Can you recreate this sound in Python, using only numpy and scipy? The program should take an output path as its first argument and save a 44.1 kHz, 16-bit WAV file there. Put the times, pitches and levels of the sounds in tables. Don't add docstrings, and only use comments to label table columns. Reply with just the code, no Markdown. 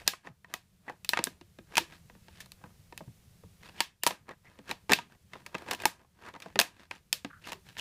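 import sys
import numpy as np
from scipy import signal
from scipy.fft import rfft, irfft
from scipy.io import wavfile

SR = 44100
rng = np.random.default_rng(int(sys.argv[2]) if len(sys.argv) > 2 else 0)


def transcribe(u):
    v = np.clip(np.atleast_2d(u).T, -1, 1)
    q = np.round(v * 32767).astype(np.int16)
    wavfile.write(sys.argv[1], SR, q)


N = 344024
TIME = np.arange(N) / SR
BAND_EDGES = np.geomspace(70, 17000, 22)
BAND_HZ = np.sqrt(BAND_EDGES[1:] * BAND_EDGES[:-1])
BAND_SHARES = np.diff(BAND_EDGES) / (SR / 2)

# start in seconds, level near 3000 Hz in dB, extra dB for
# the middle, extra dB for the treble, ringing pitch in Hz, fade time in seconds.
CRACK_EVENTS = [(0.0773, 13.5, -9, -6.5, 4910, 0.0016), (0.539, -1.5, 0.5, -6.5, 1930, 0.0015),
                (1.0466, -9, -8.5, -7.5, 2580, 0.0032), (1.0915, 5.5, -11, -2.5, 4100, 0.00088),
                (1.2403, 1, -11.5, 2, 7930, 0.00086), (1.755, -1.5, -17, -13.5, 2480, 0.0012),
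                (1.7694, 10.5, -4.5, -13, 2536, .0046), (1.7797, 13.5, -1.5, -10.5, 916, 0.0021),
                (2.404, -11.5, -5.5, -7.5, 1770, .015), (2.4595, -30, 9, -1, 4060, 0.002),
                (2.519, -20, -4.5, -2, 4100, .001), (2.9767, -9, -7, -7.5, 2580, .0014),
                (3.8046, 12, -5, -11.5, 930, 0.0021), (4.0349, 3, -1.5, -2, 3910, 0.00097),
                (4.0655, 8, 8, -4, 3750, 0.00096), (4.0722, 5.5, -0.5, -2, 956, 0.0038),
                (4.712, 0, 5, -14, 3860, 0.0021), (4.919, 12, 3.5, -12.5, 1770, 0.0041),
                (4.9338, 18, -17.5, -15, 2630, .001), (5.463, -11.5, 1, -10, 2220, .004),
                (5.5818, -15.5, -5, -14, 2280, .0036), (5.7108, 4, -3, -11, 1705, 0.0041),
                (5.733, -5, 7, -7.5, 290, .003), (5.748, -9, -3.5, -10.5, 2900, .0035),
                (5.801, -11.5, -1.5, -15, 2500, 0.0033), (5.8205, -19.5, 7, 1.5, 1710, 0.0012),
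                (5.8548, 8.5, 7, -2, 850, 0.0018), (6.402, -17.5, -0.5, -12, 4770, .0015),
                (6.4212, -10, -9.5, -17.5, 2420, 0.0063), (6.5908, 15.5, 1, -10.5, 4120, 0.0023),
                (6.5994, 11, -0.5, -5, 5000, 0.00081), (6.613, 4.5, 1, -4.5, 2570, 0.0019),
                (7.1283, 7.5, -8, -4.5, 5130, .0012), (7.473, -14, 2.5, -10, 1160, 0.0012),
                (7.52, -7, 7, -11, 2740, 0.0035), (7.531, -9, 2, -11, 2800, 0.0015),
                (7.688, -17.5, -4, -17, 1050, .0027), (7.7684, -10.5, -2.5, -29, 1770, 0.00071),
                (7.7956, -5.5, -12, -17, 3030, 0.0011)]

def cracks(bass_db=-7.5):
    return [(start, band_levels(level_db, middle_db + bass_db, middle_db, treble_db), ring_hz, fade)
            for start, level_db, middle_db, treble_db, ring_hz, fade in CRACK_EVENTS]

def fracture_burst(noise, fade, rise_cycles=0.73, fade_cycles=1.5, click_cycles=0.89, click_share=0.29):
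    t, hz = np.arange(2600) / SR, BAND_HZ[:, None]
    attack = (1 - np.exp(-t * hz / rise_cycles)) ** 2
    decay = np.exp(-t / (0.76 * fade + fade_cycles / hz))
    crackle = energy_one(noise[:, :len(t)] * attack * decay)
    click = 0.5 * energy_one(np.sin(2 * np.pi * hz * t) * attack * np.exp(-t * hz / click_cycles))
    return np.sqrt(1 - click_share) * crackle + np.sqrt(click_share) * click

# start in seconds, level near 1000 Hz in dB,
# extra dB for the bass, frequency in Hz above which it turns dull, ringing pitch in Hz.
KNOCK_EVENTS = [(0.135, -5, -15, 1780, 1070), (0.2717, -6, -6, 1340, 1820),
                (0.4453, -12.5, -35, 1405, 1870), (.88, -4, -4.5, 900, 815), (0.897, 0.5, -6.5, 1070, 826),
                (1.134, 9.5, -14, 2370, 1830), (1.1728, 10, -18, 2080, 1910), (1.19, 5, 4, 2280, 930),
                (1.2703, -6.5, 11, 3600, 1650), (1.4116, -21, 11.5, 3410, 345),
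                (1.5869, -17.5, 13.5, 2480, 322), (1.923, -17, -11, 2600, 1670),
                (2.098, -19.5, 2, 2200, 470), (2.1512, -22.5, 7, 1610, 464), (2.283, -21, 8, 2700, 884),
                (2.6394, -11, 0, 1300, 1520), (2.9247, -16, 11, 2480, 955), (3.007, -4, -2, 700, 628),
                (3.077, -28.5, 14, 1400, 272), (3.436, -23, 11.5, 1190, 462), (4.1078, 0.5, -9, 2700, 1010),
                (4.291, -5.5, -6.5, 1700, 1116), (4.589, -19, 14.5, 2800, 280), (4.895, 2, 11, 2450, 884),
                (4.911, 3.5, 11.5, 2700, 424), (4.925, 9.5, -2.5, 1850, 1090),
                (4.9876, 1, -10.5, 2150, 947), (5.3343, -11.5, -3, 2680, 2080),
                (5.3551, -9.5, 1, 1150, 817), (5.5451, -3.5, 2, 2100, 637), (5.5502, 0.5, 2, 2250, 1210),
                (5.6854, -6.5, 1, 2300, 535), (5.836, -4, -3, 1900, 624), (6.3389, -14, 0.5, 2200, 531),
                (6.3513, -9.5, -5, 1580, 834), (6.362, -14.5, 5, 2080, 910), (6.4598, -10, 10, 1500, 650),
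                (6.557, 2.5, 8.5, 2090, 390), (6.9109, -2.5, -16, 2500, 2480), (7.247, -5, 9.5, 2900, 285)]

def knocks(fade_s=0.002, db_per_octave=12.5):
    bass_share = np.interp(np.log(BAND_HZ), np.log(TONE_RANGES[:2]), [1, 0])
    hits = []
    for start, level_db, bass_db, dull_hz, ring_hz in KNOCK_EVENTS:
        treble_loss_db = db_per_octave * np.maximum(np.log2(BAND_HZ / dull_hz), 0)
        hits.append((start, level_db + bass_db * bass_share - treble_loss_db, ring_hz, fade_s))
    return hits

def wall_ring(hz, main_cycles=6.4, hollow_cycles=19, hollow_db=-11):
    t = np.arange(2600) / SR
    main = energy_one(np.sin(2 * np.pi * hz * t) * np.exp(-t * hz / main_cycles))
    hollow_hz = 500 * (3500 / 500) ** rng.random((3, 1))
    hollow = energy_one(np.sin(2 * np.pi * hollow_hz * t) * np.exp(-t * hollow_hz / hollow_cycles))
    return np.append(hz, hollow_hz), np.vstack([main, from_db(hollow_db) * hollow])

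# frequency in Hz, boost or cut in dB.
HIT_TONE = [(90, -12), (180, -4), (400, -0.5), (900, 3), (1400, -3), (2500, 1.5), (4500, 0.5), (7000, 3.5),
            (11000, 1), (15000, -3.5)]

def plastic_hits(hits, trim_db=-1, ring_db=3, lead_s=0.0001):
    out, noise, echo = np.zeros(N), noise_bands(), room_echo()
    size = echo.shape[1]
    offsets = rng.integers(0, N - size, len(hits))
    for (start, levels_db, ring_hz, fade), offset in zip(hits, offsets):
        gains = from_db(levels_db + trim_db + at_hz(HIT_TONE, BAND_HZ)) * np.sqrt(BAND_SHARES)
        grain = noise[:, offset:offset + size]
        add(out, start - lead_s, gains @ fracture_burst(grain, fade))
        pitches, rings = wall_ring(ring_hz)
        add(out, start, from_db(ring_db) * np.interp(pitches, BAND_HZ, gains) @ rings)
        add(out, start, gains @ (echo * grain[:, ::-1]))
    return out

# loudest moment in seconds, rise in seconds,
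# fall in seconds, level near 3000 Hz in dB, extra dB for the middle and bass.
STROKES = [(.01, 0.03, .05, -52, 3.5), (.075, .021, .011, -46.5, 1.5), (0.269, 0.04, 0.043, -58, 13.5),
           (0.506, 0.031, 0.083, -60, 11), (.895, 0.054, 0.061, -58, 16.5),
           (1.166, 0.064, 0.17, -53.5, 10.5), (1.751, 0.07, 0.025, -51, 9), (1.939, 0.071, 0.066, -54, 2.5),
           (2.4, 0.18, 0.1, -55.5, -1.5), (2.65, 0.08, 0.088, -69, 19), (3.659, 0.054, 0.058, -51, 4),
           (3.793, .081, 0.0084, -48.5, 4.5), (4.107, 0.03, 0.051, -48.5, 10.5),
           (4.31, 0.046, 0.035, -59, 19.5), (4.469, 0.041, 0.2, -63, 10), (4.706, 0.047, .03, -43, 7.5),
           (4.903, 0.0089, .015, -36, 10), (5.12, .034, 0.052, -62, 9.5), (5.345, 0.045, .11, -56.5, 7.5),
           (5.62, 0.13, 0.084, -54, 14), (5.718, 0.046, .041, -42.5, 9.5), (5.81, 0.033, 0.086, -45, 6.5),
           (6.009, 0.034, 0.058, -67.5, 14.5), (6.282, 0.1, 0.054, -51.5, 11.5),
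           (6.439, 0.052, 0.12, -54.5, 7.5), (6.82, 0.11, 0.067, -57.5, 5.5),
           (6.93, 0.023, 0.066, -51.5, 3.5), (7.489, 0.066, 0.06, -43, 1), (7.67, 0.032, 0.12, -55, 0.5),
           (7.788, 0.014, 0.058, -35.5, -8)]
# frequency in Hz, boost or cut in dB.
STROKE_TONE = [(90, -8.5), (200, -4), (500, -1.5), (1000, -1.5), (2500, 2.5), (4500, 1.5), (9000, 2),
               (15000, -9)]

def rubbing(slips_per_s=480, slip_fade_s=0.0017, grit=0.65, trim_db=1.5, bass_db=1, treble_db=-13.5):
    slip_starts = rng.random(N) < slips_per_s / SR
    slips = slip_starts * from_db(12 * np.minimum(rng.exponential(1, N), 3))
    slip_power = signal.lfilter([1], [1, -np.exp(-2 / (slip_fade_s * SR))], slips + 1e-18)
    roughness = np.sqrt(1 - grit + grit * slip_power / slip_power.mean())
    out, friction = np.zeros(N), noise_bands()
    for peak, rise, fall, level_db, middle_db in STROKES:
        span = slice(max(int((peak - 2 * rise) * SR), 0), int((peak + 3 * fall) * SR))
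        t = TIME[span] - peak
        pressure = from_db(-20 * np.abs(t / np.where(t < 0, rise, fall)) ** 1.4)
        levels_db = band_levels(level_db + trim_db, middle_db + bass_db, middle_db, treble_db)
        gains = from_db(levels_db + at_hz(STROKE_TONE, BAND_HZ)) * np.sqrt(BAND_SHARES)
        out[span] += pressure * roughness[span] * (gains @ friction[:, span])
    return out

def ticks(boost_db=23.5, spread_db=4, treble_db=-17, fade_s=0.0016):
    hits = []
    for peak, rise, fall, level_db, middle_db in STROKES:
        for when, strength, pitch in rng.uniform(-1, 1, (3, 3)):
            start = peak + 0.7 * when * (rise if when < 0 else fall)
            tick_db = level_db + boost_db + spread_db * strength
            ring_hz = 600 * (3000 / 600) ** abs(pitch)
            hits.append((start, band_levels(tick_db, middle_db, middle_db, treble_db), ring_hz, fade_s))
    return hits

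# pitch in Hz, width in Hz, level in dB.
TUB_NOTES = [(187, 50, 0.5), (248, 92, -3.5), (335, 63, -2), (492, 17, -4.5), (687, 51, -9.5),
             (956, 110, -3), (1240, 28, -1.5), (1620, 47, 1.5), (1752, 290, -3.5), (2580, 140, -5),
             (3660, 43, -3), (4050, 75, -5), (4540, 84, -3), (4980, 49, -7.5), (5300, 32, -6)]

def tub_ring(contacts, direct_db=-0.5):
    ringing = sum(from_db(db) * resonance(contacts, hz, width_hz) for hz, width_hz, db in TUB_NOTES)
    return from_db(direct_db) * contacts + ringing

# loudest moment in seconds, length in seconds, pitch in Hz,
# level in dB.
SQUEAK_EVENTS = [(0.888, .0065, 1940, -40), (3.791, .012, 3000, -53), (4.033, 0.014, 2750, -54),
                 (4.319, 0.021, 1800, -54), (4.47, 0.023, 2030, -59), (6.282, 0.038, 1864, -56),
                 (6.284, 0.024, 1080, -50), (6.356, 0.015, 1120, -50.5), (7.309, 0.0087, 1440, -48.5),
                 (7.338, 0.012, 1430, -51.5), (7.365, 0.044, 1400, -60), (7.451, 0.014, 2760, -52)]

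def squeaks(width_hz=440, size=8000):
    out, t = np.zeros(N), (np.arange(size) - size / 2) / SR
    for peak, length, hz, level_db in SQUEAK_EVENTS:
        tone = rms_one(pitched_noise(size, hz, width_hz))
        swell = np.exp(-2 * (t / length) ** 2)
        add(out, peak + t[0], from_db(level_db) * tone * swell)
    return out

# start in seconds, peak level in dB, pitch in Hz.
BUMP_EVENTS = [(0.289, -48, 122), (1.8, -41, 328.5), (2.15, -51.5, 157), (2.64, -45.5, 157),
               (3.018, -45, 159), (3.076, -40.5, 112), (3.446, -41.5, 127), (4.974, -47.5, 176),
               (7.548, -51, 387.5)]

def hand_bumps(rise_s=0.0023, fade_s=0.02, width_hz=70, size=5000):
    out, t = np.zeros(N), np.arange(size) / SR
    for start, peak_db, hz in BUMP_EVENTS:
        flex = pitched_noise(2 * size, hz, width_hz)[size:]
        thud = flex * (1 - np.exp(-t / rise_s)) * np.exp(-t / fade_s)
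        add(out, start, from_db(peak_db) * thud / np.abs(thud).max())
    return out

# frequency in Hz, seconds to fade by 60 dB.
ECHO_TIMES = [(150, 0.77), (500, 0.25), (1500, 0.25), (4000, 0.1768), (9000, 0.2), (15000, 0.1)]
# frequency in Hz, level in dB compared with the hit.
ECHO_LEVELS = [(150, -18.5), (500, -16.5), (1500, -16.5), (4000, -11), (9000, -17), (15000, -8.5)]

def room_echo(delay_s=0.0018, build_up_s=0.0014):
    t = np.arange(8000) / SR
    arrival = np.clip((t - delay_s) / build_up_s, 0, 1)
    decay = from_db(-60 * t / at_hz(ECHO_TIMES, BAND_HZ)[:, None])
    return from_db(at_hz(ECHO_LEVELS, BAND_HZ))[:, None] * energy_one(arrival * decay)

# frequency in Hz, boost or cut in dB.
HISS_TONE = [(90, 2), (400, 8), (900, 2.5), (2500, 2.5), (6000, 1), (12000, -1), (15000, -4)]
RUMBLE_TONE = [(25, -12), (50, -5), (80, 2), (130, -2.5), (190, -1.5), (270, -24), (400, -22.5),
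               (800, -34.5), (3000, -61)]
# swings per second, strength in dB.
RUMBLE_WAVER = [(3, -6), (12, 0), (25, -8), (60, -40), (200, -80)]
# start in seconds, depth in dB (below zero: no dip).
BACKGROUND_DIPS = [(.1, 11.5), (1.26, 5.5), (1.8, -2.5), (3.82, 11), (4.089, 5), (4.95, 6.5), (5.87, 10),
                   (6.611, 9.5)]

def background(hiss_db=-67.5, rumble_db=-60.5, waver_db=2, drop_s=0.04, recovery_db_per_s=8):
    dip_db = np.zeros(N)
    for start, depth_db in BACKGROUND_DIPS:
        onset = np.clip((TIME - start) / drop_s, 0, 1)
        remaining_db = np.maximum(depth_db - recovery_db_per_s * (TIME - start), 0)
        dip_db = np.maximum(dip_db, onset * remaining_db)
    hiss = from_db(hiss_db - dip_db) * coloured_noise(HISS_TONE)
    rumble = from_db(rumble_db - dip_db) * rms_one(coloured_noise(RUMBLE_TONE))
    waver = rms_one(coloured_noise(RUMBLE_WAVER))
    return hiss + rumble * from_db(waver_db * waver)

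TONE_RANGES = [330, 1000, 3000, 9000]

def band_levels(level_db, bass_db, middle_db, treble_db):
    return level_db + np.interp(np.log(BAND_HZ), np.log(TONE_RANGES), [bass_db, middle_db, 0, treble_db])

def noise_bands():
    filters = [signal.butter(2, edges, "band", fs=SR, output="sos")
               for edges in zip(BAND_EDGES, BAND_EDGES[1:])]
    return np.array([rms_one(signal.sosfilt(sos, rng.standard_normal(N))) for sos in filters])

def coloured_noise(tone):
    hz = np.maximum(np.arange(N // 2 + 1) * SR / N, 1)
    return irfft(rfft(rng.standard_normal(N)) * from_db(at_hz(tone, hz)), N)

def pitched_noise(size, hz, width_hz):
    return resonance(resonance(rng.standard_normal(size), hz, width_hz), hz, width_hz)

def resonance(x, hz, width_hz):
    r = np.exp(-np.pi * width_hz / SR)
    feedback = [1, -2 * r * np.cos(2 * np.pi * hz / SR), r * r]
    return signal.lfilter((1 - r * r) / 2 * np.array([1, 0, -1]), feedback, x + 1e-18)

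def at_hz(table, hz):
    frequencies, values = np.array(table).T
    return np.interp(np.log(hz), np.log(frequencies), values)

def from_db(db):
    return 10 ** (np.asarray(db) / 20)

def rms_one(x):
    return x / np.sqrt(np.mean(x ** 2) + 1e-20)

def energy_one(x):
    return x / np.sqrt(np.sum(x ** 2, axis=-1, keepdims=True) + 1e-20)

def add(out, start_s, sound):
    start = max(int(start_s * SR), 0)
    out[start:start + len(sound)] += sound[:max(N - start, 0)]

def scene():
    contacts = plastic_hits(cracks() + knocks() + ticks()) + rubbing()
    return (tub_ring(contacts) + squeaks() + hand_bumps() + background())[None, :]

def record(dry, ceiling=0.88, cutoff_hz=15400):
    lowpass = signal.ellip(10, 0.1, 80, cutoff_hz, fs=SR, output="sos")
    return signal.sosfilt(lowpass, ceiling * np.tanh(dry / ceiling))

dry = scene()
out = record(dry)
transcribe(out)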